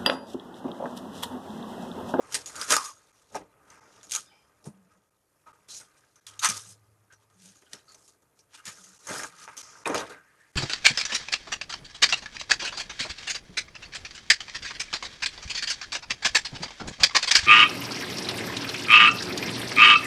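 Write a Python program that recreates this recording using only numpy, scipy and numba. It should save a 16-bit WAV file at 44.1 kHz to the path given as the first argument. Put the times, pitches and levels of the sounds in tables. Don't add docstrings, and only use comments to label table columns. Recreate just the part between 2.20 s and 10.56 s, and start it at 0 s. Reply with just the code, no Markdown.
import sys
import numpy as np
from scipy import signal
from scipy.fft import rfft, irfft, next_fast_len
from scipy.io import wavfile
from scipy.ndimage import uniform_filter1d
from numba import njit

SR = 44100
rng = np.random.default_rng(int(sys.argv[2]) if len(sys.argv) > 2 else 0)


def to_wav(sig):
    pcm = np.clip(np.atleast_2d(sig), -1, 1) * 32767
    pcm = np.round(pcm).astype(np.int16)
    wavfile.write(sys.argv[1], SR, pcm.T)


N = 368481


def undb(db):
    return 10 ** (np.asarray(db) / 20)


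def unit(x):
    return x / np.sqrt(np.mean(x ** 2))


def curves(table):
    time_s, *columns = np.transpose(table)
    t = np.arange(N) / SR
    return [np.interp(t, time_s, column, left=-120, right=-120) for column in columns]


def colour(x, points):
    hz, db = np.transpose(points)
    size = next_fast_len(N)
    f = np.arange(size // 2 + 1) * SR / size + 1
    gain = undb(np.interp(np.log(f), np.log(hz), db))
    return irfft(rfft(x, size) * gain, size)[:N]


def band(x, lo_hz, hi_hz):
    return signal.sosfilt(signal.butter(2, [lo_hz, hi_hz], "bandpass", fs=SR, output="sos"), x)


def walk(rate_hz):
    k = int(SR / rate_hz)
    levels = np.repeat(rng.standard_normal(N // k + 1), k)
    return uniform_filter1d(levels, k)[:N]


@njit
def rings(n, start, step, fade, size):
    y = np.zeros(n)
    for k in range(len(start)):
        turn, z, i = fade[k] * np.exp(1j * step[k]), size[k] + 0j, start[k]
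        for j in range(min(n - i, int(7 / (1 - fade[k])))):
            y[i + j] += z.imag
            z *= turn
    return y


@njit
def svf(x, hz, damp):
    y, b, l = np.empty(len(x)), 0., 0.
    for i in range(len(x)):
        g = np.tan(np.pi * hz[i] / SR)
        v = (b + g * (x[i] - l)) / (1 + g * (g + damp))
        b, l, y[i] = 2 * v - b, l + 2 * g * v, damp * v
    return y


def lift(x, hz, damp, db):
    return unit(x + undb(db) * svf(x, np.clip(hz, 300, 12000), damp))


def held(time_s, values):
    index = np.searchsorted(time_s, np.arange(N) / SR) - 1
    return values[np.clip(index, 0, None)]


def held_note(x, start_s, length_s, db, fade_db, edge_s):
    t, out = np.arange(int(length_s * SR)) / SR, np.zeros(N)
    edges = np.clip(np.minimum(t, length_s - t) / edge_s, 0, 1)
    out[int(start_s * SR):][:len(t)] = x[:len(t)] * edges * undb(db - fade_db * t / length_s)
    return out


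# (frequency [Hz], relative density [dB])
AIR_SPECTRUM = [(15, -41.5), (25, -9), (205, -22), (364, -8.5), (566, -12.5), (754, -18.5), (881, -17.5),
                (2370, -21), (3070, -30.5), (3980, -31.5), (5440, -33), (6700, -26), (12500, -17)]
AIR_DB = -72


def air():
    level_db = AIR_DB + 1.5 * walk(3.9) + 1.0 * walk(7.7)
    return unit(colour(rng.standard_normal(N), AIR_SPECTRUM)) * undb(level_db)


ROOM_T60_S, ROOM_DB, ROOM_GAP_S = 0.055, -9, 0.0023


def room(x):
    t = np.arange(SR // 2) / SR
    tail = rng.standard_normal(len(t)) * undb(-60 * t / ROOM_T60_S) * (t > ROOM_GAP_S)
    tail /= np.sqrt(np.sum(tail ** 2))
    return x + undb(ROOM_DB) * signal.fftconvolve(x, tail)[:N]


# (start [s], length [s], frequency [Hz], level [dB], fade over the length [dB])
DESK_HUMS = [(2.52, 0.17, 190, -65.5, 4.5), (2.75, 0.046, 187, -68.5, 3), (4.05, 0.3, 105, -73, -6),
             (4.299, 0.61, 104.2, -58, 19.5), (4.46, 0.073, 179, -65, 2), (4.92, 0.47, 105, -77, 0),
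             (5.149, .18, 182, -64, 4), (6.58, 0.17, 186, -69, 0.5), (6.95, 0.43, 167.4, -67.5, 8)]


def desk_hums():
    out = np.zeros(N)
    for start_s, length_s, hz, db, fade_db in DESK_HUMS:
        turns = np.cumsum(hz * (1 + .045 * walk(90)[:SR])) / SR
        hum = np.sqrt(2) * np.sin(2 * np.pi * turns) * undb(3.5 * walk(60)[:SR])
        out += held_note(hum, start_s, length_s, db, fade_db, edge_s=0.01)
    return out


# (time [s], level [dB], pitch that the blow favours [Hz])
KNOCKS = [(0.51, -37.5, 386), (1.145, -15, 860), (2.466, -25.5, 220), (3.262, -51.5, 874),
          (4.288, -31.5, 195.8), (5.422, -53, 469), (5.534, -38.5, 362.5), (6.47, -39, 168),
          (6.9, -23, 470), (7.272, -34, 850), (7.746, -31, 430)]
# (frequency [Hz], level [dB], t60 [s])
DESK_MODES = [(102, -12, 0.12), (157, -8, 0.11), (191.6, -12.5, 0.09), (212, -7.5, 0.098),
              (312, -11, 0.047), (403, -6, 0.042), (475, -16, 0.048), (566, -14, 0.042), (624, -12, 0.086),
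              (760, -9, 0.047), (860, -10, 0.086), (1250, -14.5, 0.026)]


def knocks():
    out = np.zeros(N)
    hz, mode_db, t60_s = np.transpose(DESK_MODES)
    for time_s, blow_db, blow_hz in KNOCKS:
        lag, sign = rng.random((len(hz), 2)).T
        start = ((time_s + 0.011 * lag) * SR).astype(np.int64)
        octaves_off = np.log2(hz / blow_hz)
        size = undb(blow_db + mode_db - 11.0 * octaves_off ** 2) * np.sign(sign - .5)
        out += rings(N, start, 2 * np.pi * hz / SR, 1000 ** (-1 / t60_s / SR), size)
    push = np.hanning(int(0.0011 * SR))
    return np.convolve(band(out, 95., 4000.), push / push.sum())[:N]


# (start [s], length [s], frequency [Hz], level [dB], fade over the length [dB])
SLIDES = [(1.504, 0.46, 6300, -69.5, 2.5), (3.483, .11, 6600, -51.5, -7.5), (6.501, 0.43, 6940, -63, -1),
          (7.368, 0.39, 6340, -48, 21)]


def slides():
    out = np.zeros(N)
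    for start_s, length_s, hz, db, fade_db in SLIDES:
        hiss = unit(band(rng.standard_normal(SR), hz * 0.8, hz * 1.07))
        out += held_note(hiss, start_s, length_s, db, fade_db, edge_s=0.016)
    return out


# (time [s], frequency [Hz], level [dB])
PINGS = [(1.936, 3360, -29), (1.951, 3920, -33), (4.195, 3770, -32), (4.244, 4220, -22),
         (5.531, 1870, -40.5), (6.994, 1810, -30), (7.656, 2487, -21), (7.657, 3750, -32.5)]
PING_T60_S, PING_SWELL = 0.02, 3.3


def pings():
    time_s, hz, db = np.transpose(PINGS)
    start, step = (time_s * SR).astype(np.int64), 2 * np.pi * hz / SR
    fade = np.full(len(time_s), 1000 ** (-1 / PING_T60_S / SR))
    slow = rings(N, start, step, fade, undb(db))
    quick = rings(N, start, step, fade ** PING_SWELL, undb(db))
    return 2 * (slow - quick)


# (start [s], length [s], frequency [Hz], level [dB])
WHISTLES = [(0.11, 0.053, 5500, -54), (.02, 0.07, 1170, -56), (0.34, 0.25, 1400, -44),
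            (4.3, 0.094, 1200, -47), (0.558, 0.17, 1125, -34), (1.604, 0.12, 880, -68),
            (1.946, 0.055, 1280, -36), (2.064, 0.078, 3600, -64.5), (2.095, 0.17, 3100, -66),
            (2.11, 0.13, 2370, -62.5), (2.05, 0.25, 5070, -67), (2.11, 0.13, 850, -65),
            (2.707, 0.074, 1300, -66), (3.264, 0.05, 920, -51), (3.258, 0.093, 1277, -52),
            (4.098, 0.042, 1250, -57), (3.491, 0.12, 4000, -46.5), (4.926, 0.052, 5900, -61),
            (5.418, 0.054, 380, -60), (4.9, 0.056, 1590, -53), (5.46, 0.056, 1470, -61.5),
            (5.458, 0.031, 3110, -58.5), (5.677, 0.084, 4470, -52.5), (5.673, 0.096, 1300, -60.5),
            (6.197, 0.023, 5900, -54.5), (7.95, 0.12, 1600, -56), (8.064, 0.18, 1770, -65.5),
            (8.19, 0.12, 1760, -59)]


def whistles():
    out, uneven, wander = np.zeros(N), undb(2.0 * walk(70)), 1 + .015 * walk(20)
    for start_s, length_s, hz, db in WHISTLES:
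        noise = rng.standard_normal(SR // 2)
        first = int(start_s * SR)
        near = slice(first, first + int(length_s * SR))
        rub = noise[:len(out[near])] * uneven[near]
        tone = svf(rub, hz * wander[near], 40. / hz + .022)
        tone = tone / uniform_filter1d(np.abs(tone) + 1e-9, SR // 100) ** .6
        out += held_note(unit(tone), start_s, length_s, db, fade_db=16, edge_s=0.011)
    return out


# (top reached [s], hold [s], rise [s per 20 dB], fall [s per 20 dB], crisp crackle level [dB],
#  duller part re crisp [dB], pocket re crisp [dB], flap re crisp [dB], pocket pitch [Hz])
RUSTLES = [(.122, 0.016, 0.033, 0, -42.5, -5, -9.5, -13, 1508),
           (0.141, .02, .02, 0.061, -33, -0.5, -13, -13, 1940),
           (.275, .003, .02, 0.17, -47.5, -19, -10.5, -23, 1200),
           (.37, .02, 0.12, 0.09, -46.5, -10, -2.8, -8, 1440),
           (.42, .003, 0.086, 0.083, -34.5, -6, -6, -14.5, 1340),
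           (0.511, 0.0034, 0.028, 0.062, -17, -1.5, -5, -14.5, 1400),
           (.6, .05, 0.053, 0.093, -40, -7.5, -16, -41, 1135),
           (1.161, 0.00303, 0.042, 0.04, -46, 1, -1.5, 4.5, 903),
           (1.21, .003, 0.047, 0.071, -71, -3.5, 11.5, 22.5, 900),
           (1.51, .003, 0.09, 0.13, -59.5, -4, 3, -8.5, 1294),
           (1.79, .05, 0.25, 0.11, -66, 7, 0, -16, 1245),
           (1.93, 0.022, 0.036, 0.077, -34.5, -2, -14.5, -22, 1388),
           (2.47, .003, 0.059, 0.044, -56.5, -21, -15.5, 2.5, 945),
           (2.71, .01, .03, .12, -71.5, -2, 1.5, -3, 1300),
           (3.27, .02, .012, .08, -71, -2.5, 6.5, 6.5, 1200),
           (3.486, 0.11, 0.006, 0.06, -45.5, -7, -17.5, -21.5, 1500),
           (3.77, .003, 0.17, 0.35, -72.5, 2, 2.5, -8.5, 1477),
           (4.07, 0.014, 0.0048, 0.044, -47.5, -2.5, -9, -30, 1299),
           (4.1, .06, .03, 0.32, -61.5, 1, -1, -10.5, 1286),
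           (4.239, 0.017, 0.021, .05, -26, 5, -0.5, -28.5, 1248),
           (4.3, 0.0024, .04, 0.06, -29, -0.5, -9.5, -17, 1323),
           (4.369, 0.0024, 0.0662, 0.092, -37, -6, -13.5, -22, 1290),
           (4.47, .05, 0.09, 0.05, -51, -11.5, -16.5, -19, 1266),
           (4.926, .01, 0.008, 0.017, -59.5, 0, -7, -9, 1260),
           (5.03, .003, 0.1, 0.061, -71, 0.5, -2.5, -5, 922),
           (5.26, .003, .13, 0.22, -54.5, -0.5, -11.5, -17.5, 1634),
           (5.541, .003, 0.045, 0.077, -50.5, 4, -4, -7.5, 1500),
           (5.702, .003, 0.069, 0.27, -60.5, -7, -6.5, -8, 1334),
           (5.89, .003, 0.17, 0.061, -57, -15.5, -17, -16.5, 1173),
           (6.19, 0.0027, 0.06, 0.059, -67.5, -4, -13.5, -11, 1150),
           (6.35, .003, 0.038, 0.035, -52, 8, -0.5, -16.5, 1578),
           (6.469, .012, .022, 0.071, -40.5, 1.5, -4, -17.5, 1650),
           (6.53, .06, 0.07, 0.57, -54, -6, -10.5, -14.5, 1436),
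           (6.889, 0.14, 0.047, 0.072, -38.5, -4, -2.5, -7.5, 1400),
           (7.24, .003, 0.16, 0.037, -50, 1.5, -1.5, -12.5, 1418),
           (7.29, 0.0087, .015, 0.058, -62.5, -7, 14.5, 4, 1202),
           (7.38, 0.026, .03, 0.094, -48.5, -1, -21, -19, 1265),
           (7.68, .062, .02, 0.02, -52.5, 0, 12.5, -2, 1000),
           (7.75, .003, 0.0092, 0.084, -37.5, 13.5, 5.5, 9, 1130),
           (7.86, .03, .05, 0.088, -58.5, 5, 6.5, 1, 1410)]
# (time [s], crackle level [dB], pocket level [dB], flap level [dB], pocket pitch [Hz])
STIR = [(0, -63, -57.5, -58.5, 1140), (.3, -57, -59, -59, 1198), (.79, -69.5, -68.5, -72.5, 1293),
        (1.1, -69, -71.5, -76, 1013), (1.25, -76.5, -71, -71, 1000), (1.45, -80.5, -69, -65.5, 1290),
        (1.6, -74.5, -59.5, -67, 1293), (1.9, -77.5, -69, -62.5, 1415), (2.15, -75, -70.5, -73.5, 1301),
        (2.55, -79.5, -72, -71.5, 1097), (3.07, -83, -86, -81.5, 1239), (3.35, -75, -70, -71.5, 1190),
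        (4.05, -74, -77.5, -76.5, 1370), (5.0, -81.5, -76.5, -74.5, 1163), (6.3, -81, -79, -75.5, 1301),
        (7.3, -62, -58, -73.5, 1243), (7.65, -63.5, -56, -61, 1291), (7.96, -76, -58, -65, 1468),
        (8.05, -73.5, -67.5, -74.5, 1485), (8.36, -71.5, -68.5, -73.5, 1739)]


def handling():
    t = np.arange(N) / SR
    crisp_db, pocket_db, flap_db, stir_hz = curves(STIR)
    power = undb(2 * np.array([crisp_db, crisp_db, pocket_db, flap_db]))
    pitch = stir_hz * power[2]
    for top_s, hold_s, rise_s, fall_s, db, *parts_db, pocket_hz in RUSTLES:
        first = max(int((top_s - 3 * rise_s) * SR), 0)
        near = slice(first, int((top_s + hold_s + 3 * fall_s) * SR))
        before, after = (top_s - t[near]) / rise_s, (t[near] - top_s - hold_s) / fall_s
        under_db = 20 * np.maximum(0, np.maximum(before, after))
        own = undb(2 * (db - under_db + np.array([0, *parts_db])[:, None]))
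        power[:, near] += own
        pitch[near] += pocket_hz * own[2]
    return (*10 * np.log10(power), pitch / power[2])


def tension(time_s, depth_db, lead_s):
    t = np.arange(N) / SR
    wait_s = np.append(time_s, 99)[np.searchsorted(time_s, t)] - t
    return -depth_db * np.exp(-wait_s / lead_s)


def zone(lo_hz, hi_hz, creases_per_s, cycles, spread_db, rub_db):
    chance = rng.random((int(8000 * N / SR), 3))
    when, pitch, big = chance[:int(creases_per_s * N / SR)].T
    hz = lo_hz * (hi_hz / lo_hz) ** pitch
    size = undb(spread_db * np.minimum(-np.log(1 - big), 4.5)) * np.sqrt(hz)
    fade = np.exp(-np.pi * hz / cycles / SR)
    pops = rings(N, (when * N).astype(np.int64), 2 * np.pi * hz / SR, fade, size)
    rub = rng.standard_normal(N) * undb(2.0 * walk(40))
    return unit(band(pops, lo_hz, hi_hz)) + undb(rub_db) * unit(band(rub, lo_hz, hi_hz))


# (time [s], level [dB], pocket re level [dB], flap re level [dB], pitch [Hz], t60 [s])
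SNAPS = [(0.122, -22, -18, -35, 6035, 0.063), (0.1427, -2.5, -14.5, -41, 8315, 0.045),
         (0.2584, -19.5, -42, -45, 6833, 0.12), (0.355, -19.5, -22, -28.5, 6980, 0.043),
         (0.4129, -10.5, -20, -36, 4957, 0.04), (0.4287, -25, -18, -30.5, 6930, 0.052),
         (0.5051, 1.5, -34, -24, 6026, 0.045), (0.5202, -5.5, -4, 4.5, 8130, 0.037),
         (0.533, -5.5, -8.5, -19, 6907, 0.18), (0.5647, 2, -2, -32, 5236, 0.012),
         (0.644, -26.5, -32, -42, 6570, 0.28), (1.145, -28, 11, -6, 6340, 0.066),
         (1.1522, -28.5, 8, 13, 5710, 0.073), (1.501, -33.5, -18, -35, 6150, 0.034),
         (1.8298, -29.5, -31, -37, 6806, 0.11), (1.868, -35, -26, -26, 5954, 0.033),
         (1.8946, -24.5, -42, -43, 6456, 0.027), (1.9094, -13.5, -35, -41, 5984, 0.021),
         (1.9178, -7, -36, -49, 6407, 0.03), (1.926, -18, -30, -40, 6400, 0.019),
         (1.9347, -12.5, -31, -38, 6680, 0.14), (1.9498, -8, -20, -39, 6610, 0.012),
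         (1.9597, -11.5, -18, -44, 6580, 0.03), (2.4409, -39, -17, -3, 5567, 0.1),
         (2.453, -34.5, -23, 1.5, 9200, 0.15), (3.2652, -56, 10, 2.5, 6060, 0.035),
         (3.5997, -41, 4.5, 0, 6033, 0.11), (3.9561, -44.5, -10, -31.5, 6040, 0.18),
         (4.066, -19.5, -22.5, -49, 3407, 0.029), (4.1918, -17.5, -25, -41, 6482, 0.064),
         (4.224, -16.5, -1, -27, 4158, 0.16), (4.231, -21.5, 6.5, -32, 6230, 0.067),
         (4.2447, -1.5, -7, -24, 8310, 0.058), (4.254, -3, -27, -37, 6190, 0.065),
         (4.2877, -5.5, -33, -27, 6100, 0.025), (4.294, -14.5, -37, -29, 8320, 0.063),
         (4.9231, -42.5, -16, -22.5, 6470, 0.049), (5.0991, -49, 2, -15.5, 3123, 0.06),
         (5.248, -35, -19, -26, 7210, 0.049), (5.3542, -42, -28, -13, 6440, 0.21),
         (5.421, -49, 7.5, -14, 3072, 0.056), (5.5316, -15.5, -19, -32.5, 4057, 0.017),
         (5.744, -34, -9, -5.5, 6140, 0.052), (5.877, -36.5, -23.5, -21, 7005, 0.055),
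         (6.0207, -50.5, -15.5, -12, 6598, 0.062), (6.1897, -41, -26, -27, 5347, 0.082),
         (6.3333, -41, -2, -31.5, 5656, 0.079), (6.3738, -34, -3.5, -22, 2880, 0.19),
         (6.4529, -21, -28, -29, 7190, 0.08), (6.6373, -36, -26, -34, 6310, 0.19),
         (6.8687, -19, -5, -28, 6440, 0.063), (6.8869, -24.5, 0.5, -6, 6390, 0.2),
         (7.0324, -21.5, 5.5, -12, 6900, 0.056), (7.2762, -36.5, 20.5, -6, 6080, 0.035),
         (7.367, -25, -14, -16, 6084, 0.21), (7.6567, -20.5, 11, 12.5, 3706, 0.14),
         (7.674, -12, -7, -4, 8670, 0.012), (7.6912, -31.5, 10, 24, 6097, 0.11),
         (7.7135, -38, 7, 16, 6630, 0.091), (7.7438, -13, 8.5, 4, 6640, 0.045),
         (7.7789, -24.5, 4, 4, 6330, 0.17), (7.8016, -27, 8.5, 4.5, 3788, 0.11),
         (7.8286, -40.5, 16, 29, 3552, 0.05), (7.8953, -31, 1.5, 1.5, 3842, 0.18)]
RATTLE_DB = -15.0


def bursts(level_db, rise_s, crack_db):
    env = np.zeros(N)
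    for (time_s, *_, t60_s), db in zip(SNAPS, level_db):
        first = int(time_s * SR)
        t = np.arange(N - first)[:SR // 4] / SR
        fall = undb(-60 * t / max(t60_s, .003)) + undb(crack_db) * np.exp(-t / 0.0015)
        env[first:][:len(t)] += undb(db) * fall * (1 - np.exp(-t / rise_s)) ** 2
    return env


def snap_clicks():
    time_s, level_db, pocket_db, *_ = np.transpose(SNAPS)
    clicks = np.zeros(N)
    clicks[((time_s + .0018) * SR).astype(int)] = undb(level_db)
    treble = undb(3.5) * band(clicks, 2800., 9200.0)
    clicks[clicks > 0] *= undb(pocket_db)
    return treble + undb(11.5) * band(clicks, 700.0, 1800.0)


# (low [Hz], high [Hz], creases [1/s], cycles per crease, size spread [dB], rubbing [dB])
CRISP = (2410, 12000, 2100, 2.3, 2, 0.9)
# (frequency [Hz], gain [dB])
MIC_PORT = [(1350, -34.5), (2300, -6), (3280, -6.5), (3860, -6.5), (4170, -6), (4870, -5.5), (6750, -0.5),
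            (7670, -7.5), (8350, -3.5), (9090, -5.5), (11500, -8.5), (12100, -14), (12500, -23)]
DULL_HZ = 4430


def crackle(crisp_db, dull_db):
    time_s, level_db, _, _, fold_hz, _ = np.transpose(SNAPS)
    gap, panel = rng.random((1000, 2)).T
    panel_hz = held(np.cumsum(.04 * gap), 2800 * 3.5 ** panel)
    crisp = lift(colour(zone(*CRISP), MIC_PORT), panel_hz, 0.049, 3.0)
    rattle = lift(colour(rng.standard_normal(N), MIC_PORT), held(time_s, fold_hz), 0.076, 11)
    dull = signal.sosfiltfilt(signal.butter(2, DULL_HZ, fs=SR, output="sos"), crisp)
    out = (crisp - dull) * undb(crisp_db) + dull * undb(dull_db)
    out += rattle * bursts(level_db + RATTLE_DB, 0.0013, 3.1)
    return out * undb(2.9 * walk(300) - 1.0)


# (low [Hz], high [Hz], creases [1/s], cycles per crease, size spread [dB], rubbing [dB])
POCKET = (777, 2890, 800, 10, 4.4, 1.1)


def pocket(pocket_db, pocket_hz):
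    _, level_db, snap_db, *_ = np.transpose(SNAPS)
    creases = band(zone(*POCKET), *POCKET[:2])
    hollow = lift(creases, pocket_hz, 0.32, 7.4) * undb(0.83 * walk(110))
    return hollow * (undb(pocket_db) + bursts(level_db + RATTLE_DB + snap_db, 0.0052, 2.8))


# (low [Hz], high [Hz], creases [1/s], cycles per crease, size spread [dB], rubbing [dB])
FLAP = (251, 820, 270, 2.8, 1.8, 4.4)


def flap(flap_db):
    _, level_db, _, snap_db, *_ = np.transpose(SNAPS)
    sheet = unit(zone(*FLAP)) * (undb(flap_db) + bursts(level_db + RATTLE_DB + snap_db, 0.0062, -5.5))
    thump = unit(band(rng.standard_normal(N), 45.0, 220.0)) * undb(0.69 * flap_db - 27)
    return sheet + thump


def paper():
    *handling_db, pocket_hz = handling()
    snap_s = np.sort(np.transpose(SNAPS)[0])
    crisp_db, dull_db, pocket_db, flap_db = handling_db + tension(snap_s, depth_db=3.5, lead_s=0.018)
    return crackle(crisp_db, dull_db) + snap_clicks() + pocket(pocket_db, pocket_hz) + flap(flap_db)


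def scene():
    desk = desk_hums() + knocks()
    return (room(desk + slides() + pings() + whistles() + paper()) + air())[None]


DIPS = [0.918, 1.598, 2.896, 3.32, 4, 6.78, 7.418, 7.638, 8.319]
DIP_DB, DIP_FALL_S, DIP_HOLD_S, DIP_BACK_S = -19, 0.0034, 0.0033, 0.0049


def dips():
    corners_s = np.add.outer(DIPS, np.cumsum([0, DIP_FALL_S, DIP_HOLD_S, DIP_BACK_S]))
    corners_db = np.tile([0, DIP_DB, DIP_DB, 0], len(DIPS))
    return undb(np.interp(np.arange(N) / SR, corners_s.ravel(), corners_db))


TOP_HZ = 12150


def record(dry):
    thin = signal.sosfilt(signal.butter(1, 45., "highpass", fs=SR, output="sos"), dry) * dips()
    return signal.sosfilt(signal.ellip(10, .3, 80, TOP_HZ, fs=SR, output="sos"), thin)


dry = scene()
out = record(dry)
to_wav(out)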